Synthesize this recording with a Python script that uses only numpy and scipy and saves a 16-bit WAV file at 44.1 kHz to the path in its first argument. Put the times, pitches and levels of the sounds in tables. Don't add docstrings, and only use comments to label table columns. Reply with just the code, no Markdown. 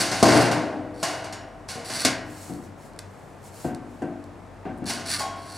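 import sys
import numpy as np
from scipy import signal
from scipy.fft import rfft, irfft, next_fast_len
from scipy.io import wavfile

SR = 44100
rng = np.random.default_rng(int(sys.argv[2]) if len(sys.argv) > 2 else 0)


def bounce(signal):
    frames = np.transpose(np.atleast_2d(signal))
    limited = np.clip(frames, -1, 1)
    pcm = np.round(limited * 32767).astype(np.int16)
    wavfile.write(sys.argv[1], SR, pcm)


N = 245637
TIME = np.arange(N) / SR
BANDS_HZ = 31.25 * 2 ** (np.arange(19) / 2)


def from_db(db):
    return 10 ** (np.asarray(db) / 20)


def at_hz(points, hz):
    points = np.array(points)
    return np.interp(np.log(hz), np.log(points[:, 0]), points[:, 1])


def add(out, start_s, sound):
    start = max(round(start_s * SR), 0)
    out[:, start:start + sound.shape[1]] += sound[:, :N - start]


# frequency_hz, left_minus_right_db
BALANCE = [(100, 3), (280, 4), (650, 2), (1300, 0.9), (10000, 0)]
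def stereo_gains(hz):
    return from_db(at_hz(BALANCE, hz) * np.array([[.5], [-.5]]))


def band_bank(spacing_hz, modal_share, width):
    size = next_fast_len(N)
    hz = np.arange(size // 2 + 1) * SR / size + 1
    mode_hz = spacing_hz * np.cumsum(rng.uniform(.1, 1.9, 1000))
    is_mode = np.isin(np.arange(len(hz)), (mode_hz * size / SR).astype(int))
    share = modal_share * hz ** 2 / (hz ** 2 + 900 ** 2)
    noise = rfft(rng.standard_normal((2, size))) / np.sqrt(size)
    modes = noise / abs(noise) * np.sqrt(share * is_mode / is_mode.mean())
    mid, side = noise * np.sqrt(1 - share) + modes
    stereo = mid + width * side * [[1], [-1]]
    bands = []
    for centre_hz in BANDS_HZ:
        triangle = np.maximum(1 - 2 * abs(np.log2(hz / centre_hz)), 0)
        band = irfft(stereo * triangle, size)[:, :N]
        bands.append(band / band.std() * stereo_gains(centre_hz))
    return np.array(bands, dtype=np.float32)


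# frequency_hz, t60_s
DENSE_DECAY = [(100, 1.19), (300, 1.71), (700, 1.344), (1800, 1.05), (4800, 0.6), (13000, 0.47)]
# frequency_hz, level_db
CRACK_SPECTRUM = [(100, 1.5), (600, 2), (2000, -16), (5000, -8), (10000, -1)]
def dense_ring(bank, start_s, band_db, ring_scale, crack_db, crack_s):
    start = max(round(start_s * SR), 0)
    bands = bank[:, :, start:start + 3 * SR // 2]
    t = TIME[:bands.shape[2]].astype(np.float32)
    decay = np.float32(np.log(1000) / (at_hz(DENSE_DECAY, BANDS_HZ) * ring_scale))[:, None]
    crack = np.float32(from_db(crack_db + at_hz(CRACK_SPECTRUM, BANDS_HZ)))[:, None]
    attack = 1 - np.exp(-t / (0.021 * crack_s))
    envelope = (np.exp(-decay * t) + crack * np.exp(-t / crack_s)) * attack
    return np.einsum("bct,bt->ct", bands, envelope * np.float32(from_db(band_db))[:, None])


def modal_ring(modes, level_db, ring_scale, scatter_db, flex=0.00819):
    hz, mode_db, t60_s = np.transpose(modes)
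    t = TIME[:2 * SR].astype(np.float32)
    strength, sign, detune = rng.standard_normal((len(hz), 3)).T
    gains = np.sqrt(2) * from_db(mode_db + level_db + scatter_db * strength) * np.sign(sign)
    omega = np.float32(2 * np.pi * hz * (1 + flex * detune))[:, None]
    decay = np.float32(np.log(1000) / (t60_s * ring_scale))[:, None]
    return (stereo_gains(hz) * gains) @ (np.sin(omega * t) * np.exp(-decay * t))


# frequency_hz, band_level_db
FAN_SPECTRUM = [(30, -78), (45, -69), (65, -69), (90, -59), (125, -57), (280, -57), (450, -57), (750, -53),
                (1200, -59), (2000, -63), (2900, -70), (5000, -73), (8000, -72), (11300, -79), (16000, -92)]
# pitch_hz, width_hz, level_db
FAN_DRONES = [(43.8, 2.5, -59), (95.3, 5.4, -50.5)]
def fan(air):
    out = np.einsum("bct,b->ct", air, np.float32(from_db(at_hz(FAN_SPECTRUM, BANDS_HZ))))
    for hz, width_hz, level_db in FAN_DRONES:
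        bandpass = signal.butter(2, [hz - width_hz / 2, hz + width_hz / 2], "band", fs=SR, output="sos")
        drone = signal.sosfilt(bandpass, rng.standard_normal(N + SR))[SR:]
        out = out + from_db(level_db) * stereo_gains(hz) * drone / drone.std()
    return out


def slips(per_s, spread_db):
    clicks = (rng.random(N) < per_s / SR) * rng.choice([-1, 1], N)
    clicks = clicks * from_db(spread_db * np.minimum(rng.exponential(1, N), 4))
    return clicks / clicks.std()


def through_sheet(force, bank, spectrum, ring_scale, direct_db):
    band_db = at_hz(spectrum, BANDS_HZ)
    response = dense_ring(bank, 0, band_db, ring_scale, direct_db, crack_s=0.00096)
    response *= np.sqrt(np.sum(from_db(band_db) ** 2) / np.sum(response ** 2) * 2)
    return signal.fftconvolve(force[None], response, axes=1)[:, :N]


# start_s, length_s, level_db
SCRAPES = [(0.0, 0.0072, -27), (0.143, 0.066, -40), (0.278, 0.15, -32), (0.939, 0.19, -46.5),
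           (1.682, 0.034, -39), (1.846, 0.19, -32.5), (4.857, 0.052, -32), (5.055, 0.088, -29.5),
           (5.18, 0.022, -39.5), (5.356, 0.24, -47.5)]
# frequency_hz, band_level_db
EDGE_SPECTRUM = [(40, -41), (200, -24), (700, -27), (1200, -4.5), (2000, -10.5), (3000, -12), (4800, -2.5),
                 (7000, -9), (9500, -0.5), (14000, -34)]
def scrapes(plate):
    bite_db, swell_share, release_db_per_s = -12.5, 0.6, 229
    grit = slips(per_s=1400, spread_db=2)
    burrs = from_db(-7) * slips(per_s=70, spread_db=1)
    strokes = np.zeros(N)
    for start_s, length_s, level_db in SCRAPES:
        t = TIME - start_s
        swell = np.clip(t / (swell_share * length_s), 0, 1)
        release_db = release_db_per_s * np.clip(t - length_s, 0, 1)
        strokes += (t >= 0) * from_db(level_db + bite_db * (1 - swell) - release_db)
    return through_sheet(strokes * (grit + burrs), plate, EDGE_SPECTRUM, ring_scale=0.19, direct_db=22)


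# pitch_hz, level_db, t60_s
BOX_MODES = [(121.2, -16, 2.4), (265, -16, 2.3), (296, -12, 1.98), (305, -15, 2.96), (344.5, -12.5, 0.8),
             (418, -30.5, 3.1), (495, -20, 3.95), (547.6, -17.5, 1.64), (617.5, -14.5, 1.9),
             (666, -10.5, 1.63), (744, -26, 0.74), (754, -14.5, 1.8), (820, -29, 2.2), (924, -31, 1.1),
             (1042, -18.5, 1.4), (1063, -7, 0.37), (1457, -18, 1.1), (1640, -17.5, 1.34),
             (1904, -26.5, 2.3), (2202, -17.5, 0.85), (2480, -55, 0.76), (2803, -27, 0.58),
             (2940, -13.5, 0.88), (4700, -19, 0.26)]
# frequency_hz, band_level_db
BOX_SPECTRUM = [(40, -34), (70, -28), (110, -22), (220, -16), (310, -16), (470, -17.5), (700, -12),
                (1000, -12.5), (1900, -8.5), (3000, -13), (4800, -2.5), (7000, -7.5), (9500, -2),
                (14000, -37)]
def strike(plate, start_s, force, crack_db, ring_scale):
    sound = modal_ring(BOX_MODES, at_hz(force, np.array(BOX_MODES)[:, 0]), ring_scale, scatter_db=2)
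    band_db = at_hz(force, BANDS_HZ) + at_hz(BOX_SPECTRUM, BANDS_HZ)
    dense = dense_ring(plate, start_s, band_db, ring_scale, crack_db, crack_s=0.012)
    sound[:, :dense.shape[1]] += dense
    return sound


# start_s, level_db, boom_db, clang_db, firmness (0 glancing, 1 pressed home)
KNOCKS = [(0.001, -26.5, -0.5, 0.5, 0.15), (0.114, -35.5, 0, 3.5, 0.25), (0.513, -36.5, 0, 5.5, 0.67),
          (1.029, -29, -7.5, 6, 0.64), (1.243, -49, -15, 4, 0.95), (1.325, -44, -12, -5, 0.89),
          (1.687, -38, -35.5, -4, 0.1), (1.899, -38.5, 1.5, 1, 0.16), (2.049, -20.5, -2, -5, 0.96),
          (4.020, -58, -8, -3, 1), (4.865, -42, -20, 0.5, 0.78), (4.896, -36, -21, 0.5, 0.5),
          (4.996, -57, -9, 3, 0.95), (5.195, -36.5, -4, 3.5, 0.71)]
def knocks(plate):
    glancing_crack_db, firm_crack_db = -4, 8.5
    glancing_ring, firm_ring = 1.53, 0.39
    out = np.zeros((2, N))
    for start_s, level_db, boom_db, clang_db, firmness in KNOCKS:
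        force = [(300, level_db + boom_db), (700, level_db + clang_db),
                 (1900, level_db), (5000, level_db - 2.5)]
        crack_db = glancing_crack_db + firmness * (firm_crack_db - glancing_crack_db)
        ring_scale = glancing_ring + firmness ** 2 * (firm_ring - glancing_ring)
        add(out, start_s, strike(plate, start_s, force, crack_db, ring_scale))
    return out


# frequency_hz, level_db, loss_per_bounce_db
LANDING_FORCE = [(110, -20, 3.5), (302, -15, 4.5), (660, -16, 2.84), (1830, -27.5, 1.24),
                 (5100, -32.5, 1.7)]
def landing(plate):
    start_s, first_gap_s, gap_growth = 0.227, 0.027, 1.14
    out = np.zeros((2, N))
    for contact in range(7):
        bounces = max(contact - 1, 0)
        force = [(hz, level_db - bounces * loss_db) for hz, level_db, loss_db in LANDING_FORCE]
        crack_db, ring_scale = (14.5, 0.97) if contact == 0 else (-26, 0.61)
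        add(out, start_s, strike(plate, start_s, force, crack_db, ring_scale))
        start_s += first_gap_s * gap_growth ** contact
    return out


# start_s, level_db
TOOL_PINGS = [(1.027, -37.5), (1.327, -45), (2.050, -37), (5.196, -40)]
# pitch_hz, level_db, t60_s
TOOL_MODES = [(2770, -22, 0.55), (2960, -16.5, 1), (2990, -14, 0.62), (4240, -10, 0.28),
              (4400, -26.5, 0.93), (5700, -26, 1), (5540, -9, .55), (5840, -24, 0.63), (6900, -4, 0.36),
              (7670, -12, 0.32), (7700, -49, 0.29), (8660, -46, 0.23)]
def tool_pings():
    out = np.zeros((2, N))
    for start_s, level_db in TOOL_PINGS:
        add(out, start_s, modal_ring(TOOL_MODES, level_db, ring_scale=1, scatter_db=1, flex=0))
    return out


# start_s, level_db, upper_modes_db, ring_scale
THUMPS = [(1.755, -39.5, 6.5, 2.3), (2.497, -32, -4.5, .8), (2.527, -35, -19, 0.92),
          (3.645, -24.5, 1, 1.25), (4.018, -28.5, 4.5, 1.08), (4.653, -28, 5, 1.05),
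          (4.821, -30.5, -3.5, 1.7)]
# frequency_hz, band_level_db
THUMP_SPECTRUM = [(40, -22), (80, -22), (140, -13), (290, -14), (470, -19), (700, -18.5), (1050, -25),
                  (1700, -26), (3000, -29.5), (14000, -40)]
# pitch_hz, level_db, t60_s
HELD_MODES = [(135, -16, 0.11), (176, -14.5, 0.62), (240, -11.5, 0.95), (267, -5, 0.27), (291, -7.5, 0.96),
              (343.6, -7, 0.69), (404, -11, 0.11), (471, -8.5, 0.26), (536, -18.5, 0.37), (651, -19, 0.85),
              (743, -10.5, 0.55), (1550, -23, 0.53)]
# pitch_hz, level_db, t60_s
POP_MODES = [(211, -3.5, 0.066), (345.4, -0.5, 0.055), (658, -13, 0.075), (836, -13, 0.056)]
def thumps(plate):
    out = np.zeros((2, N))
    for start_s, level_db, upper_db, ring_scale in THUMPS:
        force = [(330, level_db), (700, level_db + upper_db)]
        band_db = at_hz(force, BANDS_HZ) + at_hz(THUMP_SPECTRUM, BANDS_HZ)
        dense = dense_ring(plate, start_s, band_db, 0.55 * ring_scale, crack_db=-16.5, crack_s=0.017)
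        add(out, start_s, dense)
        for modes in (HELD_MODES, POP_MODES):
            drive_db = at_hz(force, np.array(modes)[:, 0]) - 3
            add(out, start_s, modal_ring(modes, drive_db, ring_scale, scatter_db=3.5))
    return signal.sosfilt(signal.butter(2, 2200, fs=SR, output="sos"), out)


# start_s, length_s, level_db
RUBS = [(2.188, 0.46, -48.5), (2.576, 0.13, -58.5), (2.742, 0.18, -58), (2.855, 0.72, -67),
        (3.396, 0.12, -54.5), (3.477, 0.26, -48), (3.72, 0.45, -67.5)]
# frequency_hz, band_level_db
RUB_SPECTRUM = [(40, -60), (900, -12), (2800, -14), (4800, -9), (8500, 1.5), (14000, -12)]
def rubs(air):
    strokes = np.zeros(N)
    for start_s, length_s, level_db in RUBS:
        progress = np.clip((TIME - start_s) / length_s, 0, 1)
        strokes += from_db(level_db) * np.sin(np.pi * progress) ** 2
    force = strokes * slips(per_s=7500, spread_db=6)
    return through_sheet(force, air, RUB_SPECTRUM, ring_scale=0.37, direct_db=-7)


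# start_s, level_db, low_cutoff_hz
TICKS = [(2.537, -32, 3500), (2.935, -42, 1800), (2.963, -42, 1800), (2.990, -20, 700), (2.992, -21, 1200),
         (3.748, -26, 800), (4.241, -36, 2500), (4.776, -35, 9500), (4.785, -33, 9500), (4.843, -35, 4000)]
def ticks(plate):
    out = np.zeros((2, N))
    click = through_sheet(np.ones(1), plate, EDGE_SPECTRUM, ring_scale=0.52, direct_db=28)
    click = click / abs(click).max()
    for start_s, level_db, low_cutoff_hz in TICKS:
        highpass = signal.butter(3, low_cutoff_hz, "high", fs=SR, output="sos")
        add(out, start_s, from_db(level_db) * signal.sosfilt(highpass, click))
    return out


# pitch_hz, level_db, t60_s
FLAP_MODES = [(685, -3.5, 0.86), (683, -10, 1.6), (764, 0, 0.62), (773, -3, 0.64), (845, -1.5, 0.51),
              (1025, -11.5, 1.6), (1079, -19, 0.52), (1092, 0.5, 1.18), (1420, -21, 3.4), (1480, -31, .6),
              (3270, -16, 1.1)]
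def flap():
    out = np.zeros((2, N))
    note = modal_ring(FLAP_MODES, level_db=-34, ring_scale=0.96, scatter_db=0.9, flex=0)
    add(out, start_s=5.203, sound=note)
    return out


# centre_hz, width_hz, gain_db
RADIATION_BANDS = [(251, 26, 3), (345, 15, 2), (499, 49, -4), (715, 72, 3), (1265, 130, -6), (1500, 110, 3),
                   (2100, 54, 4.5), (2570, 8.8, 3), (2756, 45, 7.5), (3640, 250, -1.5), (4760, 65, -1.5),
                   (4740, 1260, 4), (5990, 76, 5), (6000, 31, 2), (8160, 140, 0.5), (9100, 220, 3),
                   (9680, 120, 4.5), (11600, 550, 4)]
def radiate(vibration):
    out = vibration
    for hz, width_hz, gain_db in RADIATION_BANDS:
        band = signal.lfilter(*signal.iirpeak(hz, hz / width_hz, fs=SR), vibration)
        out = out + (from_db(gain_db) - 1) * band
    return signal.sosfilt(signal.butter(3, 75, "high", fs=SR, output="sos"), out)


def scene():
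    plate = band_bank(spacing_hz=75.25, modal_share=0.45, width=0.2)
    air = band_bank(spacing_hz=75, modal_share=0, width=0.38)
    sheet = radiate(landing(plate) + knocks(plate) + thumps(plate) + scrapes(plate) + rubs(air))
    return from_db(-1.5) * sheet + ticks(plate) + tool_pings() + flap() + fan(air)


def record(dry):
    lowpass = signal.ellip(10, .1, 80, 15900, fs=SR, output="sos")
    return signal.sosfilt(lowpass, np.clip(dry, -1, 1))


dry = scene()
out = record(dry)
bounce(out)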